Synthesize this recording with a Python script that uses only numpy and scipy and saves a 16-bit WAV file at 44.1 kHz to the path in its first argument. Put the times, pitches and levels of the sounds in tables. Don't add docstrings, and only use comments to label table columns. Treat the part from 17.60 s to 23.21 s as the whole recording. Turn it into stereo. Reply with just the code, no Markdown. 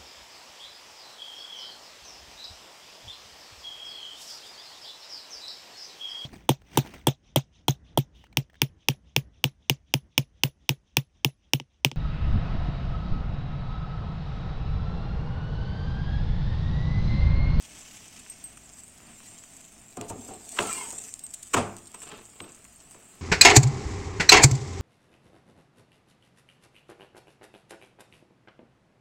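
import sys
import numpy as np
from scipy import signal
from scipy.fft import rfft, irfft, next_fast_len
from scipy.io import wavfile
from scipy.ndimage import uniform_filter1d, map_coordinates

SR = 44100
rng = np.random.default_rng(int(sys.argv[2]) if len(sys.argv) > 2 else 0)


def to_wav(sig):
    pcm = np.clip(np.atleast_2d(sig), -1, 1) * 32767
    pcm = np.round(pcm).astype(np.int16)
    wavfile.write(sys.argv[1], SR, pcm.T)


N = 247401
TIME = np.arange(N) / SR

# start_s, contact_db, contact_length_s, treble_db, boom_db, dullness_db_per_octave
KNOCKS = [(2.372, -39, 0.0023, 11.5, -32, 6), (2.413, -35.5, 0.0015, 5, -34.5, 6.5),
          (2.503, -36.5, 0.004, 14, -30.5, 8), (2.685, -41, 0.0098, 24, -38, 5),
          (2.9901, -19, 0.0022, -14, -25, 0.5), (3.004, -30, .005, -4, -24, 1.5),
          (3.327, -37.5, 0.0042, 21, -42, 2), (3.939, -23, 0.0037, 7, -34, 12),
          (3.945, -16.3, 0.0042, 1, -20.5, 1.5), (3.97, -21.5, 0.0071, -1, -18, 2),
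          (3.982, -27, 0.0048, -0.5, -23, 4.5), (4.347, -40.5, 0.0038, 4, -47, -1.5),
          (4.52, -50, 0.0037, 9, -43, 9), (4.8045, -36.5, 0.0013, -17, -38.5, 6.5),
          (5.347, -52.5, 0.0039, 2, -47.5, 7)]
# freq_hz, level_db
BLADE_COLOUR = [(60, -27), (200, -17), (400, 1), (700, -14.5), (1000, 9.5), (1350, 6), (1950, 0),
                (2600, 4.5), (3800, -6), (4800, -10), (6300, -3), (8200, 3.5), (9800, -21), (15000, -17)]
# freq_hz, level_db
BOOM_COLOUR = [(30, -10), (90, -12), (200, -1.5), (550, 1), (1200, -2), (1900, -9.5), (2600, -4.5),
               (4000, -14.5), (6000, -13.5), (8200, -6), (15000, -55)]
# freq_hz, t60_s
BOOM_T60 = [(100, 0.71), (400, 0.31), (1200, 0.5), (3000, 0.33), (8000, 0.31)]
# pitch_hz, level_db, t60_s
PAN_MODES = [(101.9, -1.5, 0.58), (149, -5.5, 0.26), (197, -1.5, 0.5), (236.8, -0.5, 0.32), (297, -4, 0.66),
             (346, 0.5, 0.64), (421, -1.5, 0.53), (451, 3, 0.28), (588, -2, 0.44), (690, 4.5, 0.42),
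             (758, 0, 0.44), (1053, 4.5, 0.19), (1214, 3, 0.24), (1360, 6, 0.23)]
HARDENING_DB, NEUTRAL_CONTACT_S = 4, 0.0028
# start_s, level_db, t60_s, left_right_db
TINKS = [(.699, -36.5, 0.12, 24), (0.8407, -29, 0.17, 3), (3.638, -35, 0.15, 23), (4.343, -39.5, 0.12, 19),
         (4.817, -41.5, 0.26, 13)]
# pitch_hz, level_db, share_of_t60
STEEL_MODES = [(8370, -3.5, 0.84), (12100, -19, 0.41), (14400, -25, .5)]
# peak_s, level_db, fade_s
SCRAPES = [(2.972, -35.5, 0.028), (3.09, -38, 0.13), (3.23, -40, 0.048)]
# peak_s, pitch_hz, level_db, glide_octaves_per_s
SCRAPE_MODES = [(3.05, 880, -42, 0), (3.095, 1335, -36.5, .6), (3.09, 2110, -44, -.4),
                (3.138, 2370, -41.5, -.5), (3.165, 2745, -47, 0), (3.2, 2150, -40.5, -.7),
                (3.205, 990, -39, -1.2), (3.21, 3130, -48, 0), (3.275, 950, -43.5, -.3)]
# peak_s, level_db, fade_s
WIPES = [(4.52, -43.5, 0.087), (4.87, -52.5, 0.1), (5.58, -58.5, 0.27)]
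# freq_hz, level_db
WIPING_COLOUR = [(60, -9.5), (360, 5.5), (540, -2.5), (680, -1), (1300, 1), (2000, -8.5), (2750, -1.5),
                 (5000, -13.5), (12000, -35)]
# peak_s, level_db, fade_s
SHOVES = [(2.43, -44, 0.042), (2.56, -45.5, 0.1), (2.72, -47.5, 0.17), (2.96, -48.5, 0.068),
          (3.15, -50.5, 0.27)]
# freq_hz, level_db
RUBBING_COLOUR = [(50, -9), (150, -19), (240, 5.5), (320, -4), (435, 8), (540, -8.5), (720, 4), (920, -4.5),
                  (1500, -18), (2700, -12.5), (12000, -34)]
# peak_s, level_db, pitch_hz
GROANS = [(2.38, -36, 728), (2.393, -38, 245.8), (2.508, -39.5, 922), (2.593, -44, 245),
          (2.716, -42.5, 730), (2.752, -47, 740)]
# start_s, level_db
TICKS_AND_TAPS = [(0.664, -53), (0.974, -52), (1.404, -58), (1.603, -53.5), (1.839, -55), (4.42, -51.5),
                  (4.8049, -43.5), (5.053, -54.5)]
# start_s, level_db, length_s
BRIGHT_BURSTS = [(0.0248, -45, 0.00057), (0.192, -44.5, 0.008), (0.597, -43, 0.006), (2.496, -34.5, .012),
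                 (2.892, -39.5, 0.000403), (2.922, -37, .005), (3.073, -33, .002), (3.54, -34.5, 0.00068),
                 (3.594, -38.5, 0.002), (3.666, -39.5, 0.001), (3.742, -31, 0.0045), (3.831, -37.5, 0.0035),
                 (4.167, -43.5, .0004), (4.3175, -49, 0.0003)]
# freq_hz, level_db
SPIT_COLOUR = [(500, -35), (2000, -14.5), (3500, -8), (5500, -7), (7000, 5.5), (8300, 10.5), (10000, -7.5),
               (15000, -13)]
# freq_hz, level_db
CRACKLE_COLOUR = [(800, -26), (2400, 4), (3300, -7), (6200, -6.5), (9500, 1), (15000, 2.5)]
# peak_s, level_db, fade_s
FLARES = [(1.0, -54.5, 1), (1.66, -45.5, 0.1), (1.97, -51, 0.39), (2.65, -44, 0.12), (3.11, -32, 0.31),
          (3.48, -44, 0.11), (3.88, -45.5, 0.27), (4.43, -43.5, 0.054)]
# freq_hz, level_db
FIZZ_COLOUR = [(1000, -24.5), (2300, -17.5), (3100, -17), (4000, -17.5), (5300, -14), (6500, -9), (7500, 0),
               (8200, -1), (8900, -5), (9900, -21), (12000, -21), (15500, -27)]
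# peak_s, level_db, fade_s
VENTS = [(.12, -45, 0.85), (1.72, -54.5, 0.47)]
# freq_hz, level_db
RIM_HISS_COLOUR = [(300, -9), (600, -7), (1600, -4.5), (2350, 0.5), (3150, 0.5), (4200, -5.5), (6100, 5),
                   (10000, -10), (15000, -18)]
# freq_hz, level_db
STOVE_COLOUR = [(20, -2), (40, -21), (54, 4), (76, -9.5), (102, 0), (132, -5.5), (235, -0.5), (520, -16.5),
                (680, -7), (900, -14), (2800, -14), (6500, -39)]
# peak_s, level_db, fade_s
SPUTTERS = [(1.52, -55, .1)]
SIZZLE_DB, STOVE_DB = -51.5, -57.5
# left_delay_s, right_delay_s, level_db
ECHOES = [(.0011, 0.0046, -27), (.0027, 0.0035, -15.5), (.0046, 0.0068, -2)]
# freq_hz, likeness
LIKENESS = [(40, 1.2), (300, 0.7), (700, 0.66), (1500, 0.05), (3000, 0.25), (6000, 0), (15000, -0.5)]
# freq_hz, left_right_db
BALANCE = [(40, 3), (160, 5.5), (400, 2), (800, 1.5), (1300, -2), (2400, 3), (3200, 4), (4000, -0.5),
           (7300, -2), (8600, 4), (14000, 0)]
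EDGE_HZ = 15950


def knocks(flex_db=-15):
    out = np.zeros((2, N))
    for s, db, length, treble_db, boom_db, dull_db in KNOCKS:
        hardness_db = HARDENING_DB * np.log2(NEUTRAL_CONTACT_S / length)

        def tone(hz):
            treble = treble_db * np.clip((hz - 3800) / 2200, 0, 1)
            return treble + hardness_db * np.log2(np.clip(hz, 300, 4000))

        crunch = blow(colour(burst(length), BLADE_COLOUR, tone))
        add(out, s - 3 * length, amp(db) * crunch)
        add(out, s, amp(boom_db + flex_db) * flex())
        add(out, s, amp(boom_db) * boom(dull_db))
    return out


def burst(length, snap=3, shared=0.065, size=4096):
    u = np.arange(size) / SR / length - 3
    grit = noise(size)
    grit = unit(grit + shared * grit[::-1])
    crunch = grit * np.where(u < 0, np.exp(-u ** 2), np.exp(-abs(u)))
    click = np.arange(size) == np.argmin(abs(u))
    z = rfft(crunch + snap * click)
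    power = uniform_filter1d(abs(z) ** 2, size=50, axis=1)
    return irfft(z / np.sqrt(power + 1e-12))


def flex(top_hz=1300, low_hz=210, fall_s=0.00273, fade_s=0.0074, size=4096):
    t = np.arange(size) / SR
    hz = low_hz + (top_hz - low_hz) * np.exp(-t / fall_s)
    thump = np.sin(2 * np.pi * np.cumsum(hz) / SR) * t * np.exp(-2 * t / fade_s)
    return blow(np.tile(thump, (2, 1)))


def boom(dull_db, modes_db=-4.5, rise_s=0.0012, clatter_db=1.5, spot_db=4.0, chatter=0.44,
         punch=0.38, punch_s=0.018, size=32768):
    hz, s, z = signal.stft(noise(size), SR, nperseg=256)
    clatter = clatter_db * unit(uniform_filter1d(rng.standard_normal(z.shape), size=9, axis=0))
    decay_db = -60 * s / read(BOOM_T60, hz)[:, None]
    wash = signal.istft(z * amp(clatter + decay_db), SR, nperseg=256)[1]
    t, ring = np.arange(size) / SR, np.zeros((2, size))
    for f, db, t60 in PAN_MODES:
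        level_db = db + spot_db * rng.standard_normal()
        phase = rng.random() + rng.normal(0, f / 1e4, (2, 1))
        rattle = unit(uniform_filter1d(rng.standard_normal(len(s)), size=6))
        seat = 1 + chatter * np.interp(t, s, rattle)
        ring += seat * amp(level_db - 60 * t / t60) * np.sin(2 * np.pi * (f * t + phase))
    both = blow(colour(wash, BOOM_COLOUR)) + amp(modes_db) * blow(ring)
    onset = (1 - np.exp(-t / rise_s)) * (1 + punch * np.exp(-t / punch_s))
    dullness = [(400, 0), (3200, -3 * dull_db)]
    return blow(colour(both * onset, dullness))


def tinks(size=8192):
    out, t = np.zeros((2, N)), np.arange(size) / SR
    for s, db, t60, left_right_db in TINKS:
        ring = np.zeros(size)
        for f, level_db, share in STEEL_MODES:
            ring += amp(level_db - 60 * t / (t60 * share)) * np.sin(2 * np.pi * f * t)
        side_db = np.array([[left_right_db], [-left_right_db]]) / 2
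        add(out, s, amp(db + side_db) * ring)
    return out


def scrape(width_hz=115, wander=.01, ring_s=.033):
    slips = crackle(per_s=1500, spread_db=0.5, grain_s=0.0011)
    rasp = unit(colour(slips, BLADE_COLOUR) * amp(2.43 * drift(90)))
    out = rasp * swells(SCRAPES, rise_share=0.39, roundness=2.0)
    for s, f, db, glide in SCRAPE_MODES:
        hz = f * 2 ** (glide * np.tanh(TIME - s))
        hz *= 1 + wander * drift(60)
        ring = unit(resonate(resonate(slips, hz, width_hz), hz, width_hz))
        out += ring * swells([(s, db, ring_s)], rise_share=1.0)
    return out


def wipe():
    grains = crackle(per_s=1400, spread_db=6.0, grain_s=0.0027)
    return unit(colour(grains, WIPING_COLOUR)) * swells(WIPES, rise_share=1.4)


def rub(groan_s=0.015, groan_waver=0.0294, groan_rough_db=2.0, lumps_db=3.0):
    friction = crackle(per_s=1600, spread_db=1.0, grain_s=0.003)
    rustle = unit(colour(friction, RUBBING_COLOUR) * amp(lumps_db * drift(45)))
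    out = rustle * swells(SHOVES, rise_share=1.0)
    for s, db, hz in GROANS:
        turns = np.cumsum(hz * (1 + groan_waver * drift(200))) / SR
        groan = unit(np.sin(2 * np.pi * turns) * amp(groan_rough_db * drift(150)))
        out += groan * swells([(s, db, groan_s)], rise_share=0.53)
    return out


def ticks_and_taps(length_s=0.0016, middle_hz=1900, skirt_db=7):
    out = np.zeros((2, N))

    def skirts(hz):
        return -skirt_db * np.log2(np.clip(hz, 300, 8000) / middle_hz) ** 2

    for s, db in TICKS_AND_TAPS:
        snap = colour(burst(length_s), BLADE_COLOUR, skirts)
        add(out, s - 3 * length_s, amp(db) * blow(snap))
    return out


def bright_bursts(tail_db=-14, tail_t60=0.45, size=8192):
    out, t = np.zeros((2, N)), np.arange(size) / SR
    for s, db, length in BRIGHT_BURSTS:
        add(out, s - 3 * length, amp(db) * blow(colour(burst(length), SPIT_COLOUR)))
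        tail = noise(size) * np.exp(-np.log(1000) * t / tail_t60)
        add(out, s, amp(db + tail_db) * blow(colour(tail, FIZZ_COLOUR)))
    return out


def spatter(level_db=-63.0, flare_db=-18):
    snaps = unit(colour(crackle(per_s=520, spread_db=3.5, grain_s=0.0016), CRACKLE_COLOUR))
    return snaps * np.hypot(amp(level_db), amp(flare_db) * swells(FLARES, rise_share=0.58))


def sizzle(pops_db=-3, rim_right_db=-11, clump_db=1.0, stray_db=-16):
    pops = crackle(per_s=800, spread_db=9.5, grain_s=0.00066) * amp(clump_db * drift(22))
    bubbles = noise(N) * amp(0.52 * drift(60)) + amp(pops_db) * pops
    steam = colour(crackle(per_s=2200, spread_db=3.9, grain_s=0.0011), RIM_HISS_COLOUR)
    rim = unit(steam) * swells(VENTS, rise_share=0.77, roundness=2.07)
    strays = unit(colour(crackle(per_s=35, spread_db=4.0, grain_s=0.0021), SPIT_COLOUR))
    frying = np.hypot(amp(SIZZLE_DB), swells(FLARES, rise_share=0.73))
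    fizz = patchy(colour(bubbles, FIZZ_COLOUR), depth_db=4.5, span_hz=168.1, span_s=.04)
    return (fizz + amp(stray_db) * strays) * frying + rim * amp([[0], [rim_right_db]])


def stove(flutter_db=0.96, blisters_db=-12, fade_db_per_s=0.65):
    burner = unit(colour(noise(N), STOVE_COLOUR, size=8192)) * amp(flutter_db * drift(12))
    blisters = unit(colour(crackle(per_s=81, spread_db=0.5, grain_s=0.0044), BOOM_COLOUR))
    steady = amp(STOVE_DB - fade_db_per_s * (TIME - TIME.mean()))
    return (burner + amp(blisters_db) * blisters) * np.hypot(steady, swells(SPUTTERS, rise_share=1))


def reflect(x):
    out = x.copy()
    for *delays, db in ECHOES:
        late = [np.pad(port, (round(d * SR), 0))[:N] for d, port in zip(delays, x)]
        out += amp(db) * np.array(late)
    return out / np.sqrt(1 + sum(amp(db) ** 2 for *_, db in ECHOES))


def amp(db):
    return 10 ** (np.asarray(db) / 20)


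def unit(x):
    return x / np.sqrt(np.mean(x ** 2) + 1e-20)


def blow(x):
    return x / np.sqrt(np.mean(np.sum(x ** 2, -1)) * 100 / SR + 1e-20)


def read(points, hz):
    f, value = np.transpose(points)
    return np.interp(np.log(hz + 1), np.log(f), value)


def add(mix, s, sound):
    part = mix[:, max(round(s * SR), 0):][:, :sound.shape[1]]
    part += sound[:, :part.shape[1]]


def colour(x, shape, extra=lambda hz: 0, size=2048):
    hz = np.fft.rfftfreq(size, 1 / SR)
    cepstrum = irfft(np.log(amp(read(shape, hz) + extra(hz))))
    cepstrum[1:size // 2] *= 2
    cepstrum[size // 2 + 1:] = 0
    response = irfft(np.exp(rfft(cepstrum)))
    return signal.oaconvolve(x, response[None], axes=1)[:, :x.shape[1]]


def resonate(x, hz, width):
    turn = np.exp(2j * np.pi * np.cumsum(hz) / SR)
    r = np.exp(-np.pi * width / SR)
    return 2 * (turn * signal.lfilter([1 - r], [1, -r], x / turn)).real


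def ports(x):
    size = next_fast_len(x.shape[1])
    a, b = rfft(x, size)
    same = np.clip(read(LIKENESS, np.fft.rfftfreq(size, 1 / SR)), -1, 1)
    right = same * a + np.sqrt(1 - same ** 2) * b
    return irfft(np.array([a, right]), size)[:, :x.shape[1]]


def noise(size):
    return ports(rng.standard_normal((2, size)))


def drift(per_s):
    points = rng.standard_normal(N // 16)
    return unit(np.interp(TIME * per_s, np.arange(len(points)), points))


def crackle(per_s, spread_db, grain_s):
    sizes = amp(spread_db * np.minimum(rng.exponential(1, N), 4.5))
    starts = rng.random(N) < per_s / SR
    envelope = signal.lfilter([1], [1, -np.exp(-1 / (grain_s * SR))], sizes * starts)
    return unit(noise(N) * envelope)


def swells(rows, rise_share, roundness=1.5):
    power = np.zeros(N)
    for s, db, fade_s in rows:
        away = np.maximum((TIME - s) / fade_s, (s - TIME) / (rise_share * fade_s))
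        power += amp(db - 10 * away ** roundness) ** 2
    return np.sqrt(power)


def patchy(x, depth_db, span_hz, span_s):
    z = signal.stft(x, SR, nperseg=512)[2]
    bins, frames = np.indices(z.shape[1:])
    place = [bins * SR / 512 / span_hz, frames * 256 / SR / span_s]
    chance = rng.standard_normal(z.shape[1:])
    field = unit(map_coordinates(chance, place, order=1, mode="mirror"))
    patched = z * amp(depth_db * np.minimum(field, 1.5))
    return unit(signal.istft(patched, SR, nperseg=512)[1][:, :N])


def scene():
    echoed = reflect(sizzle() + scrape() + wipe())
    struck = knocks() + tinks() + ticks_and_taps()
    return struck + echoed + rub() + bright_bursts() + spatter() + stove()


def record(dry):
    size = next_fast_len(N + 2048)
    lean_db = read(BALANCE, np.fft.rfftfreq(size, 1 / SR)) / 2
    heard = irfft(rfft(dry, size) * amp([lean_db, -lean_db]), size)[:, :N]
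    low_pass = signal.firwin(511, EDGE_HZ, window=("kaiser", 9), fs=SR)
    return signal.oaconvolve(heard, low_pass[None], "same")


dry = scene()
out = record(dry)
to_wav(out)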